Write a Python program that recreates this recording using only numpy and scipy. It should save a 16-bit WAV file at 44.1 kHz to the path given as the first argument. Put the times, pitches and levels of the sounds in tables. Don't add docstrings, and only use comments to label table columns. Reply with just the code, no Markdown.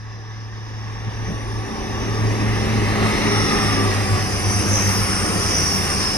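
import sys
import numpy as np
from scipy import signal
from scipy.fft import rfft, irfft, next_fast_len
from scipy.io import wavfile
from scipy.ndimage import uniform_filter1d, map_coordinates

SR = 44100
rng = np.random.default_rng(int(sys.argv[2]) if len(sys.argv) > 2 else 0)


def int16_out(signal):
    q = np.round(np.clip(np.atleast_2d(signal).T, -1, 1) * 32767)
    wavfile.write(sys.argv[1], SR, q.astype(np.int16))


N = 272405
TIME = np.arange(N) / SR

SPEED_M_S, SOUND_M_S, TRACK_M, EXHAUST_M = 26., 343, 12., 16.5
STEADY_UNDER_HZ = 30

BREEZE_DB, WIND_DB, WIND_RISES_S, WIND_RISE_S = -44.5, -34., .7, .55
# peak_s, spread_s, gain_db
BOW_WAVE = (2.85, .55, 4)
# frequency_hz, density_db (per Hz)
WIND_COLOUR = [(10, -30), (25, -5), (50, 3), (70, 1), (110, -5), (200, -36), (500, -59), (2000, -80)]
# peak_s, spread_s, level_db
EDDY_THUMPS = [(0.6, 0.013, -41), (1.077, 0.013, -32), (1.315, 0.043, -32)]
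# frequency_hz, density_db (per Hz)
EDDY_COLOUR = [(30, -2), (130, 8), (220, 0), (320, -14), (600, -13), (2000, -62)]
# peak_s, spread_s, pitch_hz (at the peak), rise_hz_per_s, level_db
WHOOMP = (1.314, .018, 175, 2300, -28)

# peak_s, spread_s, pitch_hz, width_hz, level_db
RAIL_WHISTLES = [(.2, .45, 1700, 220, -53), (.35, .5, 5100, 400, -56), (1.27, .1, 5950, 400, -46),
                 (1.6, .3, 9560, 500, -56.5), (1.8, .5, 820, 200, -43), (1.95, .3, 1155, 40, -44.5),
                 (2.05, .35, 5850, 800, -45.5), (2.65, .24, 9700, 300, -52.5), (3.45, .5, 8680, 450, -48.5)]
# frequency_hz, width_hz, prominence_db (over the broad noise)
RAIL_MODES = [(760, 88, 14), (914, 170, 9), (1117, 164, 10.5), (1733, 460, 12.5), (3790, 820, 10.5)]

# time_s, level_db
DRONE_LEVEL = [(0, -60), (2.1, -48), (2.45, -35), (2.8, -45), (4.1, -48), (4.5, -33), (4.72, -37),
               (4.9, -52), (5.2, -45), (5.45, -32.5), (6.18, -35)]
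DRONE_HZ = 74.4

# abeam_s, rest_pitch_hz, width_hz, level_db, loudest_s, spread_s
WHINES = [(3.9, 151, 4, -33, 3.48, .22), (3.9, 151, 4, -38, 4.3, .15), (5.72, 154, 8, -36, 5.65, .45),
          (3.55, 281, 7, -38.5, 2.3, .5), (3.55, 281, 12, -29.5, 3.32, .12),
          (3.55, 281, 12, -28.5, 3.73, .09), (4.82, 303, 14, -36, 4.7, .1), (3.4, 365, 14, -36, 2.4, .55),
          (3.92, 383, 20, -32.5, 3.1, .35), (3.92, 388, 12, -33, 3.95, .4), (3.6, 738, 30, -39, 3.0, .25),
          (3.5, 830, 90, -37, 3.45, .35), (4.25, 755, 25, -39.5, 4.25, .22),
          (3.75, 1175, 14, -36.5, 3.1, .22), (3.75, 1185, 14, -32.5, 3.68, .22),
          (3.75, 1190, 20, -37.5, 4.15, .1), (3.65, 1260, 170, -35.5, 3.55, .3),
          (3.7, 1980, 25, -41.5, 3.05, .22), (3.5, 1890, 25, -41.5, 2.92, .14),
          (3.6, 1960, 380, -30.3, 3.43, .27), (3.75, 1990, 140, -36, 3.98, .14),
          (3.5, 3800, 1000, -38, 3.3, .4), (3.65, 3950, 1000, -42, 3.95, .09),
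          (3.75, 9080, 400, -44, 3.55, .28), (5.45, 1270, 350, -35.5, 5.3, .3),
          (3.6, 5350, 400, -38, 4.12, .2), (5.06, 5550, 450, -33, 4.5, .1),
          (5.87, 5380, 350, -31, 6.12, .15)]

# abeam_s, relative_level_db
ENGINES = [(3.03, -17), (3.92, 0), (4.82, -1), (5.72, -6), (6.62, -13)]
# multiple (of the firing rate), relative_level_db
OVERTONES = [(1.5, -16.5), (2.5, -20.5), (3, -14.5), (3.5, -17), (4, -13)]
FIRING_HZ, OCTAVE_FLUTTER_DB, THROB_DB = 100.8, 1.8, -12
# time_s, level_db
HUM_LEVEL = [(0, -34.5), (.65, -32), (.9, -30), (1.5, -28.5), (2.1, -24), (2.85, -22), (3.7, -24.5),
             (4.15, -21.5), (4.85, -22), (5.15, -29.5), (5.5, -27), (6.18, -36.5)]
# peak_s, spread_s, change_db
HUM_FADES = [(1.075, .013, 6), (1.12, .014, -5), (1.225, .012, 4), (1.28, .012, 6), (1.318, .016, -8),
             (1.76, .062, -17), (1.91, .06, -4.5), (3.16, .07, -12), (3.54, .05, -13), (4.15, .028, 5),
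             (4.33, .08, -6), (4.8, .025, 3), (4.99, .03, 4)]
# time_s, spread_db
HUM_FLUTTER = [(.5, 0.4), (2.2, 2.2), (3.4, 2.2), (4, 1)]
# time_s, level_db
OCTAVE_LEVEL = [(0, -58), (1.3, -50), (1.55, -39.5), (1.85, -35.5), (2.1, -39), (2.5, -31.5), (2.85, -27),
                (3.2, -29.5), (3.7, -27.5), (3.95, -32), (4.5, -34.5), (4.75, -27), (5.1, -31.5),
                (6.18, -34.5)]

# abeam_s, relative_level_db, relative_squeal_db, relative_ring_db, pitch_ratio (ring, squeal)
BOGIES = [(2.9, -1, -10, -20, .98), (3.65, 2, -2, -17, .99), (4.35, -4, -11, -15, 1),
          (5.06, -2, -1, 0, 1.013), (5.87, -2, 0, -2, 1)]
# frequency_hz, width_hz, prominence_db (over the broad noise)
BOGIE_MODES = [(776.5, 43, 8.5), (1140, 140, 1.5), (1700, 840, 4)]
# time_s, rumble_db, roar_db
ROLLING_LEVEL = [(0.05, -44.5, -45), (0.52, -44.3, -43.5), (1.26, -35, -36.5), (1.31, -27.5, -37.5),
                 (1.39, -36, -37.5), (2.42, -24.5, -30), (3.16, -24, -25.5), (3.68, -26.5, -26),
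                 (4.3, -29, -30), (4.58, -29.5, -29.5), (4.69, -26.5, -28), (6.08, -28.5, -29.5)]
# frequency_hz, density_db (per Hz)
RUMBLE_COLOUR = [(40, -32), (70, -8), (130, -2.5), (190, 2), (250, 0), (330, 0), (420, -0.5), (480, -5),
                 (600, -8), (750, -18), (1200, -49)]
# frequency_hz, density_db (per Hz)
ROAR_COLOUR = [(350, -2), (620, -4), (900, 2), (1200, 2), (1480, -4.5), (1800, -1.5), (2200, 0.5),
               (2700, -0.5), (3150, -7), (3900, -12), (4400, -16), (6000, -12), (8000, -39)]
# frequency_hz, density_db (per Hz)
HISS_COLOUR = [(3000, -68), (4400, -2.5), (5000, 10.5), (5600, 10), (6100, 4.5), (6800, -7), (7400, -61),
               (8100, -50), (8800, -24), (9700, -43), (11000, -24), (15000, -49)]
# frequency_hz, density_db (per Hz)
SIZZLE_COLOUR = [(6000, -8), (7500, -2.5), (8300, 2), (8800, 7.5), (9800, 4.5), (10400, 0.5), (11500, -4),
                 (13000, -9.5), (15000, -41)]
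HISS_DB, HISS_FULL_S, HISS_RISE_DB_PER_S = -33, 5.11, 4.5
SIZZLE_DB, AIR_DB_PER_M = -4.2, 0.24

SQUEAL_HZ, SQUEAL_SPREAD_HZ, SQUEALS_PER_S, SQUEAL_LENGTH_S = 5440, 370, 100, .12
SQUEAL_RANGE_DB, SQUEAL_DB = 9, -3
RING_HZ, RING_WIDTH_HZ, RING_DB = 9160, 340, -46.5
# aim_degrees (ahead of abeam), spread_degrees, gain_db
WHEEL_BEAMS = [(52, 10, 11), (-14, 21, 8.5)]
# peak_s, spread_s, level_db, abeam_s, spray_db
SCRAPES = [(3.508, 0.2, -30, 3.47, -53), (4.788, 0.11, -26, 5.5, -40), (5.613, 0.12, -24.5, 5.87, -41.5)]
# frequency_hz, density_db (per Hz)
SCRAPE_COLOUR = [(3900, -45), (4750, -3), (5500, 10.5), (5900, 7), (6600, -24), (7700, -17), (10000, -9.5),
                 (15000, -43)]
# frequency_hz, density_db (per Hz)
SPRAY_COLOUR = [(7000, -32), (10500, 5), (12500, 1), (15000, -16)]
SPRAY_LAG_S, SPRAY_SPREAD_S = 0.15, 0.09

CANOPY_T60_S, CANOPY_DB = 1, -10.5
# frequency_hz, spread_db
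GLINT = [(600, 0), (1200, 1.2), (2200, 1.9), (3800, 2), (5200, 3), (9500, 2.6), (12000, 2)]
# frequency_hz, level_db (against their sum)
PORT_SIDE = [(30, -9.5), (110, -7.8), (220, -6.2), (330, -4.2), (700, -3.6), (1100, -.8), (2300, -3.5),
             (3150, 1.8), (4100, -3.5), (5500, 1.1), (8000, -2.5), (9300, 0.1), (15000, -2)]
# frequency_hz, share (0-1)
PORT_SHARE = [(30, .65), (90, 0.98), (500, 1), (1000, 0.95), (1500, 0.61), (2750, .6), (3300, 0.24)]
TOP_HZ = 15400


def undb(db):
    return 10 ** (np.asarray(db) / 20)


def curve(table, axis=1):
    rows = np.array(table)
    return np.interp(TIME, rows[:, 0], rows[:, axis])


def bump(peak_s, spread_s):
    return np.exp(-.5 * ((TIME - peak_s) / spread_s) ** 2)


def walk(rate):
    knots = rng.standard_normal(8192)
    smooth = signal.resample(knots, 4 * 8192)
    return np.interp(TIME * rate, np.arange(0, 8192, 1 / 4), smooth)


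def over_pitch(points, f):
    hz, value = np.transpose(points)
    return np.interp(np.log(f + 1), np.log(hz), value)


def shape(x, response):
    size = next_fast_len(x.shape[-1] + 4096, True)
    f = np.arange(size // 2 + 1) * SR / size
    return irfft(rfft(x, size) * response(f), size)[..., :x.shape[-1]]


def colour(x, points):
    return shape(x, lambda f: undb(over_pitch(points, f)))


def stereo_noise():
    return rng.standard_normal((2, N))


def ringing(modes, size):
    def response(f):
        power = 1
        for hz, width, db in modes:
            power = power + undb(db) ** 2 / (1 + (2 * (f - hz) / width) ** 2) ** 2
        return np.sqrt(power)
    return shape(rng.standard_normal((2, size)), response)


def swell(x, db, size=13000):
    power = uniform_filter1d(np.mean(np.atleast_2d(x) ** 2, axis=0), size // 2)
    return x * undb(db) / np.sqrt(uniform_filter1d(power, size // 2) + 1e-18)


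def narrow_band(hz, width, clock):
    phase, steady = 2 * np.pi * hz * clock, STEADY_UNDER_HZ / width
    sine, cosine = np.sin(phase), np.cos(phase)
    bands = np.array([(steady + walk(width)) * sine + walk(width) * cosine for _ in range(2)])
    return bands / np.sqrt(1 + steady ** 2 / 2)


def passing(abeam_s, across_m=TRACK_M):
    c, v = SOUND_M_S, SPEED_M_S
    heard = TIME - abeam_s + across_m / c
    squeeze = c ** 2 - v ** 2
    sent = (c ** 2 * heard - np.sqrt((c * v * heard) ** 2 + across_m ** 2 * squeeze)) / squeeze
    distance = np.hypot(v * sent, across_m)
    return sent - sent[0], across_m / distance, -v * sent / distance


def replay(source, place):
    return np.array([map_coordinates(x, [place], order=3, mode="wrap") for x in source])


def wind(buffet_db=1.2):
    peak_s, spread_s, bow_db = BOW_WAVE
    wind_db = np.interp(TIME, [WIND_RISES_S, WIND_RISES_S + WIND_RISE_S], [BREEZE_DB, WIND_DB])
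    wind_db = wind_db + bow_db * bump(peak_s, spread_s)
    gusts = swell(colour(stereo_noise(), WIND_COLOUR), wind_db) * undb(buffet_db * walk(9.6))
    blows = sum(undb(db) * bump(s, spread) for s, spread, db in EDDY_THUMPS)
    return gusts + blows * swell(colour(stereo_noise(), EDDY_COLOUR), 0)


def whoomp():
    peak_s, spread_s, hz, rise, db = WHOOMP
    t = TIME - peak_s
    cycles = hz * t + rise * t ** 2 / 2 + rng.random()
    return undb(db) * np.sqrt(2) * bump(peak_s, spread_s) * np.sin(2 * np.pi * cycles)


def rail_whistle():
    out = 0
    for peak_s, spread_s, hz, width, db in RAIL_WHISTLES:
        out = out + undb(db) * bump(peak_s, spread_s) * narrow_band(hz, width, TIME)
    return out


def drone():
    tone = np.sin(2 * np.pi * DRONE_HZ * TIME + 0.21 * walk(6))
    return undb(curve(DRONE_LEVEL)) * np.sqrt(2) * tone


def whines():
    out = 0
    for abeam_s, hz, width, db, loudest_s, spread_s in WHINES:
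        clock = passing(abeam_s)[0]
        out = out + undb(db) * bump(loudest_s, spread_s) * narrow_band(hz, width, clock)
    return out


def beams(abeam_s):
    degrees = np.degrees(np.arcsin(passing(abeam_s)[2]))
    gain_db = 0
    for aim, spread, db in WHEEL_BEAMS:
        gain_db = gain_db + db * np.exp(-.5 * ((degrees - aim) / spread) ** 2)
    return undb(gain_db)


def wheel_rings(loss_db_per_m=0.33):
    out = 0
    for abeam_s, _, _, ring_db, pitch in BOGIES:
        sent, near, _ = passing(abeam_s)
        beyond_m = TRACK_M * (1 / near - 2)
        gain = near * undb(RING_DB + ring_db - loss_db_per_m * beyond_m)
        out = out + gain * beams(abeam_s) * narrow_band(RING_HZ * pitch, RING_WIDTH_HZ, sent)
    return out


def scrapes():
    source = swell(colour(stereo_noise(), SCRAPE_COLOUR), 0)
    out, spray = 0, 0
    for peak_s, spread_s, db, abeam_s, spray_db in SCRAPES:
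        out = out + undb(db) * bump(peak_s, spread_s) * replay(source, passing(abeam_s)[0] * SR)
        spray = spray + undb(spray_db) * bump(peak_s + SPRAY_LAG_S, SPRAY_SPREAD_S)
    return out + spray * swell(colour(stereo_noise(), SPRAY_COLOUR), 0)


def squeals():
    out = np.zeros((2, N))
    half = int(SQUEAL_LENGTH_S * SR / 2)
    count = int(SQUEALS_PER_S * N / SR)
    for abeam_s, _, squeal_db, _, pitch in BOGIES:
        sent, near, _ = passing(abeam_s)
        for channel in out:
            for place, turn, detune, size in rng.random((count, 4)):
                centre = int(place * N)
                span = np.arange(max(centre - half, 0), min(centre + half, N))
                hz = pitch * (SQUEAL_HZ + SQUEAL_SPREAD_HZ * (2 * detune - 1))
                gain = undb(squeal_db - SQUEAL_RANGE_DB * size) * near[centre] ** 2
                window = np.cos(np.pi / 2 * (span - centre) / half) ** 2
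                channel[span] += gain * window * np.sin(2 * np.pi * (hz * sent[span] + turn))
    return out


def engines(rumble_db, waver=.25):
    firing, octave, overtones = 0, 0, 0
    for abeam_s, db in ENGINES:
        sent, near, _ = passing(abeam_s, EXHAUST_M)
        phase, gain = 2 * np.pi * (FIRING_HZ * sent + rng.random()), undb(db) * near
        firing = firing + gain * np.sin(phase)
        octave = octave + gain * np.sin(2 * phase + waver * walk(8))
        for multiple, line_db in OVERTONES:
            angle = np.round(2 * multiple) / 2 * phase + 2 * np.pi * rng.random()
            line_gain = undb(line_db) * gain * (1 + waver * walk(12))
            overtones = overtones + line_gain * np.sin(angle + waver * walk(12))
    fades_db = sum(db * bump(s, spread) for s, spread, db in HUM_FADES)
    hum_db = curve(HUM_LEVEL) + fades_db + curve(HUM_FLUTTER) * walk(14)
    hum = swell(firing, hum_db, size=7500)
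    octave = swell(octave, curve(OCTAVE_LEVEL) + OCTAVE_FLUTTER_DB * walk(14), size=5000)
    return hum + octave + swell(overtones, rumble_db + THROB_DB)


def bogies():
    source, out = ringing(BOGIE_MODES, size=2 * N), 0
    for k, (abeam_s, db, *_) in enumerate(BOGIES):
        sent, near, _ = passing(abeam_s)
        out = out + undb(db) * near * replay(source, sent * SR + k * N // 8)
    return out


def ground_bounce(x, lag_s=0.001273, strength=0.13):
    echo = shape(x, lambda f: np.exp(-2j * np.pi * f * lag_s) * np.clip(f / 1200, 0, 1) ** 2)
    return x - strength * np.interp(TIME, [3.6, 4.4], [1, 0]) * echo


def rolling(rumble_db, rail_db=-6, lump_db=1.2, flutter_db=0.5, hiss_flutter_db=1.27):
    wheels = bogies()
    rail_fade = undb(np.interp(TIME, [2.6, 4.6], [0, -9]))
    rails = undb(rail_db) * ringing(RAIL_MODES, size=N) * rail_fade
    rumble = swell(colour(wheels, RUMBLE_COLOUR), rumble_db - 3.5 + lump_db * walk(14))
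    roar_db = curve(ROLLING_LEVEL, axis=2) - .9 + flutter_db * walk(20)
    roar = swell(colour(ground_bounce(wheels + rails), ROAR_COLOUR), roar_db)
    hiss_db = HISS_DB - HISS_RISE_DB_PER_S * np.maximum(HISS_FULL_S - TIME, 0)
    hiss = swell(colour(wheels, HISS_COLOUR), hiss_db + hiss_flutter_db * walk(20))
    nose_m = SPEED_M_S * np.maximum(BOGIES[0][0] - TIME, 0)
    sizzle_db = hiss_db + SIZZLE_DB - AIR_DB_PER_M * nose_m + hiss_flutter_db * walk(25)
    sizzle = swell(colour(wheels, SIZZLE_COLOUR), sizzle_db)
    return rumble + roar + hiss + sizzle + swell(squeals(), hiss_db + SQUEAL_DB)


def canopy(x):
    t = TIME[:SR]
    tail = rng.standard_normal((2, SR)) * np.exp(-np.log(1000) * t / CANOPY_T60_S) * (t > .015)
    tail /= np.sqrt(np.sum(tail ** 2, axis=1, keepdims=True))
    echo = signal.fftconvolve(x, tail, axes=1)[:, :N]
    return (x + undb(CANOPY_DB) * echo) / np.hypot(1, undb(CANOPY_DB))


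def glint(x, size=1024):
    f, _, bands = signal.stft(x, SR, nperseg=size)
    chance = uniform_filter1d(rng.standard_normal(bands.shape), size=2, axis=1)
    chance = uniform_filter1d(chance, size=6, axis=2)
    gain = undb(over_pitch(GLINT, f)[:, None] * chance / chance.std())
    gain /= np.sqrt(np.mean(gain ** 2, axis=2, keepdims=True))
    return signal.istft(bands * gain, SR, nperseg=size)[1][:, :N]


def ports(mid, diffuse, scatter=1.0, scatter_hz=2500):
    def share(f):
        return np.clip(over_pitch(PORT_SHARE, f), 0, 1)

    def treble(f):
        return scatter * f ** 4 / (f ** 4 + scatter_hz ** 4)
    echoes = rng.standard_normal((2, 221))
    echoes = echoes - echoes[:, ::-1]
    bright, turn = shape(mid, treble), 2 * walk(2)
    first, second = (signal.fftconvolve(bright, e / np.linalg.norm(e), mode="same") for e in echoes)
    scattered = np.cos(turn) * first + np.sin(turn) * second
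    unrelated = shape(diffuse + scattered, lambda f: np.sqrt((1 - share(f) ** 2) / (1 + treble(f) ** 2)))
    leading = shape(mid, lambda f: 1j * share(f))
    side = colour(leading + unrelated, PORT_SIDE)
    return np.array([mid + side, mid - side])


def scene():
    rumble_db = curve(ROLLING_LEVEL)
    echoing = rail_whistle() + whines() + wheel_rings() + scrapes() + rolling(rumble_db)
    mid, diffuse = glint(canopy(echoing)) + wind()
    return ports(mid + whoomp() + drone() + engines(rumble_db), diffuse)


def record(dry):
    return signal.sosfilt(signal.ellip(10, .2, 80, TOP_HZ, fs=SR, output="sos"), dry)


dry = scene()
out = record(dry)
int16_out(out)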